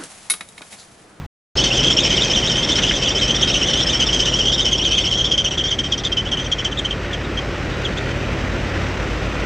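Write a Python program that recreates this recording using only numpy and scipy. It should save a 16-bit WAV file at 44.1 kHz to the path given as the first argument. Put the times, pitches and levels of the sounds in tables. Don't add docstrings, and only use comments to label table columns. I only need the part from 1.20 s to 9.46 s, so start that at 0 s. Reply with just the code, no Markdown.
import sys
import numpy as np
from scipy import signal
from scipy.fft import rfft, irfft, next_fast_len
from scipy.io import wavfile
from scipy.ndimage import uniform_filter1d

SR = 44100
rng = np.random.default_rng(int(sys.argv[2]) if len(sys.argv) > 2 else 0)


def master(y):
    cut = np.clip(np.atleast_2d(y).T, -1, 1)
    pcm = np.round(cut * 32767)
    wavfile.write(sys.argv[1], SR, pcm.astype(np.int16))


N = 364089
TIME = np.arange(N) / SR

# (time [s], rate [turns/s])
PULLEY_SPEED = [(.35, 15.15), (1.3, 15.24), (2.2, 15.34), (3.4, 15.3), (4.3, 15.04)]
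# (place along the belt [0-1], lower mode change [dB],
# upper mode change [dB], lower mode pitch [Hz], upper mode pitch [Hz])
BELT_WEAR = [(0, -1.5, 3, 3130, 5520), (0.061, 1, 5, 3150, 5550), (.14, -2, -2, 3230, 5950),
             (.21, 3.5, 0.5, 3240, 6160), (0.322, 0.5, 3, 3120, 5900), (0.402, -2.5, 0, 3256, 5550),
             (0.461, -10, 6.5, 3420, 5490), (0.528, -4, -10, 3080, 5760), (0.599, -6.5, 6, 3170, 5440),
             (0.679, 2, 2, 3170, 5670), (0.769, -2, 0, 3330, 6290), (0.85, -2, -1, 3180, 5720),
             (0.929, -1, 5.5, 3050, 5440)]
# (time [s], lower mode level [dB], upper mode level [dB])
SQUEAL_LEVELS = [(.35, -19, -24), (1.6, -21, -27.5), (2.7, -18.5, -25.5), (4.1, -16.5, -29)]
# (middle time [s], target level [dB], target pitch [Hz])
LURCHES = [(.43, -18, 3540), (.455, -25, 3020), (.515, -14, 2830), (.55, -19, 3560), (.598, -17, 3010),
           (0.672, -13, 3360), (.715, -18, 3360), (.78, -14, 3030), (.808, -20.5, 3660), (0.849, -19, 3000),
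           (.92, -16.5, 2960), (0.967, -21, 3650), (.988, -14.5, 2880), (1.021, -15.5, 3620),
           (1.147, -18, 3600), (1.17, -16.5, 2980), (1.232, -20.5, 2920), (1.283, -20, 3800),
           (1.445, -19, 3500), (1.522, -15.5, 3590), (1.621, -28, 3540), (1.642, -16.5, 2930),
           (1.689, -20, 3560), (1.706, -17, 2880), (1.751, -17, 3540), (1.869, -14.5, 3460),
           (1.892, -25, 2990), (1.92, -20, 3400), (1.997, -24, 3780), (2.16, -16, 3630), (2.207, -26, 3520),
           (2.235, -16.5, 3400), (2.293, -21, 2930), (2.333, -22.5, 3540), (2.352, -16.5, 2910),
           (2.421, -18, 2930), (2.47, -19.5, 3470), (2.545, -19, 3030), (2.585, -18.5, 3370),
           (2.62, -18, 3530), (2.712, -21, 3600), (2.82, -19.5, 2990), (2.873, -21, 3600),
           (2.893, -19.5, 2900), (3.01, -21, 2990), (3.046, -23.5, 3530), (3.073, -15, 2990),
           (3.133, -19.5, 2980), (3.296, -16.5, 3340), (3.345, -17.5, 3650), (3.422, -21, 3680),
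           (3.545, -20.5, 2980), (3.605, -18, 2850), (3.64, -20, 3540), (3.763, -19.5, 3470),
           (3.822, -24, 3500), (4.062, -17.5, 3560), (4.265, -16.5, 2965), (4.326, -24, 2850),
           (4.487, -22.5, 3420), (4.801, -27, 3520), (4.859, -16.5, 3570), (5.09, -30, 3540),
           (5.583, -21.5, 3600), (6.053, -34.5, 3680)]
# (time [s], length [s], lower mode level [dB],
# upper mode level [dB], lower mode pitch [Hz], glide from end to end [Hz])
CHIRPS = [(4.109, 0.056, -17.5, -28.5, 3164, 169), (4.174, 0.053, -15.5, -27, 3136, 31),
          (4.241, 0.0568, -20, -24, 3133, 44), (4.304, .06, -20.5, -29.5, 3110, -130),
          (4.373, .056, -18.5, -32.5, 3190, -250), (4.434, 0.07, -23, -30, 3215, 227),
          (4.502, .053, -19, -30.5, 3165, 23), (4.584, .031, -19, -31.5, 3200, 202),
          (4.633, .055, -25, -34.5, 3130, -160), (4.715, .039, -17.5, -29, 3190, -200),
          (4.774, .033, -32, -26.5, 3200, 28), (4.834, 0.0559, -21, -33, 3214, 151.5),
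          (4.917, .027, -15, -31.5, 3077, 46), (4.964, .054, -17.5, -36, 3094, 1),
          (5.047, .051, -24.5, -44, 2984, 151), (5.112, .042, -18, -30, 3120, -170),
          (5.168, .018, -21, -34, 3200, 0), (5.183, 0.059, -25.5, -36, 3206, 101),
          (5.24, .045, -30.5, -32, 3272, 100), (5.314, .03, -15, -30.5, 3230, 152),
          (5.381, .04, -22, -34, 3090, -48), (5.443, .041, -17.5, -32, 3140, -200),
          (5.513, 0.028, -26, -41, 3140, -500), (5.582, .02, -17, -43, 3176, -200),
          (5.645, .031, -18, -38, 3085, 49), (5.703, 0.036, -21, -47, 3130, -52),
          (5.926, .027, -23.5, -38, 3245, -300), (6.169, .031, -22.5, -39, 3200, -100),
          (6.518, .024, -32, -53, 3660, 60), (6.642, .036, -23.5, -46, 3270, -400),
          (6.767, .024, -23, -40, 3465, 200), (6.902, .03, -30.5, -50, 3090, -100)]
# (time [s], level [dB])
RUB_LEVELS = [(0.35, -28.5), (2.0, -32), (2.7, -35), (4.0, -40.5), (5.8, -49), (8.26, -54)]
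# (frequency [Hz], relative density [dB per Hz])
RASP_SPECTRUM = [(700, -27.5), (1900, -10.5), (2700, -4), (3200, -0.5), (3600, -1.5), (4100, -9),
                 (4500, -7.5), (4900, -7), (5600, -7.5), (6700, -11), (8400, -19.5), (9500, -37.5),
                 (15000, -39.5)]
# (frequency [Hz], width [Hz], gain [dB])
BRACKET_RINGS = [(3183, 70, 0), (5560, 130, -12), (6367, 140, -4.5)]

# (time [s], rate [firings/s])
FIRING_RATE = [(0.35, 18.3), (3.6, 18.3), (4.6, 18.05), (6.3, 18.05), (8.26, 17.7)]
# (time [s], 3rd order level [dB], 5th order level [dB], 7th order level [dB])
STRONG_ORDERS = [(0.35, -32, -43, -28.5), (1.7, -34, -43.5, -34), (3.6, -30.5, -37.5, -34.5),
                 (4.5, -35.5, -37.5, -36.5), (6.298, -31, -31.5, -34.5), (6.9, -29.5, -32.5, -29),
                 (7.6, -29, -26, -35), (8.26, -25.5, -36, -32)]
# (order of the firing rate, level [dB])
WEAK_ORDERS = [(4, -41), (9, -43.5), (10, -43.5)]
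# (time [s], block rumble level [dB], whirr of fan and pulleys level [dB])
BAY_LEVELS = [(0.37, -24, -30.5), (1.6, -25.5, -30), (2.8, -26.5, -29.5), (3.6, -28, -34.5),
              (4.5, -30.5, -33.5), (5.7, -30, -30.5), (6.7, -27, -27.5), (8.26, -26.5, -26.5)]
# (frequency [Hz], relative density [dB per Hz])
BLOCK_SPECTRUM = [(18, -25), (40, 0), (65, -2.5), (110, -1.5), (380, -2), (435, -5.5), (560, -4),
                  (650, -9.5), (950, -14.5), (4000, -52)]
# (frequency [Hz], relative density [dB per Hz])
WHIRR_SPECTRUM = [(400, -6.5), (950, -5.5), (1430, 1.5), (1650, -1.5), (1930, 2), (2120, -1.5),
                  (2500, -1.5), (4300, -13.5), (6200, -16.5), (8300, -25.5), (9600, -39.5), (15000, -37.5)]
# (frequency [Hz], level [dB])
WHINE_LINES = [(7752, -53), (8556, -64.5)]
# (time [s], starting level [dB], pitch [Hz], width [Hz], t60 [s])
KNOCKS = [(1.583, -14, 2450, 1900, .06), (1.596, -21, 1500, 900, .1), (1.710, -16, 2200, 600, .055),
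          (5.589, -30, 7400, 1600, .05)]

# (frequency [Hz], relative density [dB per Hz])
OUTDOOR_SPECTRUM = [(20, -11), (130, 0.5), (330, -21), (1100, -22), (9000, -46.5)]
# (frequency [Hz], gain [dB])
MICROPHONE_RESPONSE = [(6480, -1), (6600, -8.5), (6850, -2.5), (8600, -4.5), (9600, -7.5)]

OUTDOORS_END_S, ENGINE_START_S = 0.0646, 0.354
FIRST_SLIP_S, TURNS_PER_LAP, SQUEAL_END_S = 0.388, 3.628, 4.09
SLIP_SHARE, LEAD_S = 1.096, 0.0205
DRY_ATTACK_S, WAXED_ATTACK_S = 0.00895, 0.0082
CEILING_DB = -17
USUAL_HZ, UPPER_RATIO = 3200, 1.83
LURCH_S, LURCH_GRIP = 0.032, 0.92
BAY_T60_S = 0.07
EDGE_HZ = 15600


def amp(db):
    return 10 ** (np.asarray(db) / 20)


def unit(x):
    return x / np.sqrt(np.mean(x ** 2) + 1e-20)


def curves(rows):
    times, *columns = np.transpose(rows)
    return [np.interp(TIME, times, column) for column in columns]


def read(points, hz):
    f, value = np.transpose(points)
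    return np.interp(np.log(hz + 1), np.log(f), value)


def noise(spectrum):
    size = next_fast_len(N, real=True)
    gain = amp(read(spectrum, np.fft.rfftfreq(size, 1 / SR)))
    white = rng.standard_normal(size)
    return unit(irfft(rfft(white) * gain, size)[:N])


def wander(rate_hz, size=N):
    full = next_fast_len(size, real=True)
    lowpass = 1 / (1 + (np.fft.rfftfreq(full, 1 / SR) / rate_hz) ** 4)
    white = rng.standard_normal(full)
    return unit(irfft(rfft(white) * lowpass, full))[:size]


def angle(hz):
    return 2 * np.pi * np.cumsum(hz) / SR


def add(mix, s, sound):
    part = mix[max(round(s * SR), 0):][:len(sound)]
    part += sound[:len(part)]


def patchy(x, depth_db):
    spectrogram = signal.stft(x, nperseg=512)[2]
    field = rng.standard_normal(spectrogram.shape)
    for _ in range(2):
        field = uniform_filter1d(field, 3, axis=0)
        field = uniform_filter1d(field, 22, axis=1)
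    shaped = spectrogram * amp(depth_db * unit(field))
    return unit(signal.istft(shaped, nperseg=512)[1][:N])


def squeal(release=0.79, upper_release=0.88, rasp_db=-4.0, grain_db=2.0, octave_db=-19):
    level, pull, upper, rasp = np.zeros((4, N))
    for start, attack_s, db, high_db, hz, high_hz in [*slips(), *chirps()]:
        t = np.arange(len(hz)) / SR
        progress = t / t[-1]
        attack = np.minimum(t / attack_s, 1)
        run_out = np.cos(progress * np.pi / 2).clip(0)
        drive = attack * run_out ** release * amp(db)
        add(level, start, drive)
        add(pull, start, drive * (hz - USUAL_HZ))

        upper_envelope = attack * run_out ** upper_release
        high = mode(high_hz, rough=0.019, scratch=1.6, lumps_db=3.5)
        add(upper, start, upper_envelope * amp(high_db) * high)
        scrape_gain = (1 - progress / 2) * amp((db + high_db) / 2 + rasp_db)
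        add(rasp, start, upper_envelope * scrape_gain)

    level, hz = lurching(level, USUAL_HZ + pull / (level + 1e-9))
    low = mode(hz, rough=0.017, scratch=2.05, lumps_db=3)
    octave = unit(np.gradient(low ** 2))
    lower = level * (low + amp(octave_db) * octave)

    steady = amp(curves(RUB_LEVELS)[0] + 2 * wander(30))
    grain = amp(grain_db * wander(160))
    scrape = (rasp + steady) * grain * patchy(noise(RASP_SPECTRUM), depth_db=3.4)
    return lower + upper + scrape


def slips(scatter_s=0.0011, sag=0.021, lift=0.0093, rise=0.018, stray_glide=0.0269):
    turns = np.cumsum(curves(PULLEY_SPEED)[0]) / SR
    turns -= np.interp(FIRST_SLIP_S, TIME, turns)
    place, *wear = np.transpose(BELT_WEAR)
    laps = turns / TURNS_PER_LAP
    wear_db, wear_high_db, hz, high_hz = (np.interp(laps, place, column, period=1) for column in wear)
    db, high_db = curves(SQUEAL_LEVELS)
    db = np.minimum(db + wear_db, CEILING_DB)
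    high_db = high_db + wear_high_db

    times = np.interp(np.arange(int(turns[-1])), turns, TIME)
    for s, turn_s in zip(times[times < SQUEAL_END_S], np.diff(times)):
        late, low_bend, high_bend = rng.standard_normal(3)
        start = s + scatter_s * late - LEAD_S
        span = slice(round(start * SR), round((start + SLIP_SHARE * turn_s) * SR))
        u = np.linspace(-1, 1, span.stop - span.start)
        low_glide = (lift + stray_glide * low_bend / 2) * u
        low_pitch = hz[span] * (1 - sag * (1 - 2 * u ** 2) + low_glide)
        high_pitch = high_hz[span] * (1 + (rise + stray_glide * high_bend) * u)
        yield start, DRY_ATTACK_S, db[span], high_db[span], low_pitch, high_pitch


def chirps(sag_hz=65, stray=0.0262):
    for s, length, db, high_db, hz, glide_hz in CHIRPS:
        u = np.linspace(-1, 1, round(length * SR))
        pitch = hz + glide_hz * u / 2 + sag_hz * (3 * u ** 2 - 0.5)
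        high_pitch = pitch * UPPER_RATIO * (1 + stray * rng.standard_normal())
        yield s, WAXED_ATTACK_S, db, high_db, pitch, high_pitch


def lurching(level, hz):
    swell = LURCH_GRIP * np.hanning(round(LURCH_S * SR)) ** 0.5
    away, to_level, to_hz = np.zeros((3, N))
    for s, db, peak_hz in LURCHES:
        start = s - LURCH_S / 2
        add(away, start, swell)
        add(to_level, start, amp(db) * swell)
        add(to_hz, start, peak_hz * swell)
    stay = np.maximum(1 - away, 0)
    overlap = np.maximum(away, 1)
    return stay * level + to_level / overlap, stay * hz + to_hz / overlap


def mode(hz, rough, scratch, lumps_db):
    size = max(len(hz), SR // 10)
    jumps, shake, grip, lumps = (wander(rate, size=size)[:len(hz)] for rate in (55, 380, 220, 70))
    pitch = hz * (1 + rough * (np.tanh(2 * jumps) + scratch * shake))
    flutter = 1 + 0.55 * np.tanh(grip)
    return unit(np.sin(angle(pitch)) * flutter * amp(lumps_db * np.tanh(lumps)))


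def bay(x, wet_db=-8):
    t = np.arange(SR // 8) / SR
    decay = amp(-60 * t / BAY_T60_S)
    tail = rng.standard_normal(len(t)) * decay * (t > 0.0015)
    echoes = signal.oaconvolve(x, tail / np.linalg.norm(tail))[:N]
    ring = np.zeros(N)
    for hz, width_hz, db in BRACKET_RINGS:
        b, a = signal.iirpeak(hz, hz / width_hz, fs=SR)
        ring += amp(db) * signal.lfilter(b, a, x)
    return x + amp(wet_db) * echoes + ring


def engine(rumble_db=2.0, whirr_db=-0.73, throb=0.091, clatter=0.019, flap_hz=45.3, flap_db=-39):
    cycle = angle(curves(FIRING_RATE)[0] * (1 + 0.0031 * wander(5.9)))
    drone = np.zeros(N)
    for order, db in [*zip((3, 5, 7), curves(STRONG_ORDERS)), *WEAK_ORDERS]:
        start_phase = 2 * np.pi * rng.random()
        drone += amp(db + wander(12)) * np.sin(round(order) * cycle + start_phase)
    flap = amp(flap_db + wander(2)) * np.sin(2 * np.pi * flap_hz * TIME)

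    block_db, fan_db = curves(BAY_LEVELS)
    firing = 1 + throb * (np.cos(2 * cycle) + np.cos(5 * cycle))
    valves = 1 + clatter * (np.cos(5 * cycle / 2) + np.cos(5 * cycle))
    rumble = amp(block_db + rumble_db) * unit(firing) * noise(BLOCK_SPECTRUM)
    fan_noise = patchy(noise(WHIRR_SPECTRUM), depth_db=0.74)
    whirr = amp(fan_db + whirr_db + wander(68)) * unit(valves) * fan_noise
    return np.sqrt(2) * (drone + flap) + rumble + whirr


def knocks():
    out, t = np.zeros(N), np.arange(4096) / SR
    f = np.fft.rfftfreq(len(t), 1 / SR)
    for s, db, hz, width_hz, t60 in KNOCKS:
        resonance = 1 / (1 + ((f - hz) / width_hz) ** 2 / 2) ** 2
        ring = unit(irfft(rfft(rng.standard_normal(len(t))) * resonance))
        attack = np.minimum(t / 0.00081, 1)
        add(out, s, attack * ring * amp(db - 60 * t / t60))
    return out


def alternator():
    fade = np.interp(TIME, [3.7, 5.0], [1, 0.15])
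    lines = np.zeros(N)
    for hz, db in WHINE_LINES:
        lines += amp(db + 3 * wander(2)) * np.sin(angle(hz + 3 * wander(20)))
    return fade * lines


def outdoors(level_db=-29):
    return amp(level_db) * noise(OUTDOOR_SPECTRUM)


def scene():
    car = bay(squeal() + knocks()) + engine() + alternator()
    car_on = np.clip((TIME - ENGINE_START_S) / 0.002, 0, 1)
    outdoors_on = np.clip((OUTDOORS_END_S - TIME) / 0.003, 0, 1)
    mono = car_on * car + outdoors_on * outdoors()
    return np.array([mono, mono])


def record(dry):
    hz = np.linspace(0, SR / 2, 513)
    colour = signal.firwin2(511, hz, amp(read(MICROPHONE_RESPONSE, hz)), fs=SR)
    edge = signal.firwin(511, EDGE_HZ, window=("kaiser", 9), fs=SR)
    return signal.oaconvolve(dry, np.convolve(colour, edge)[None], "same", axes=1)


dry = scene()
out = record(dry)
master(out)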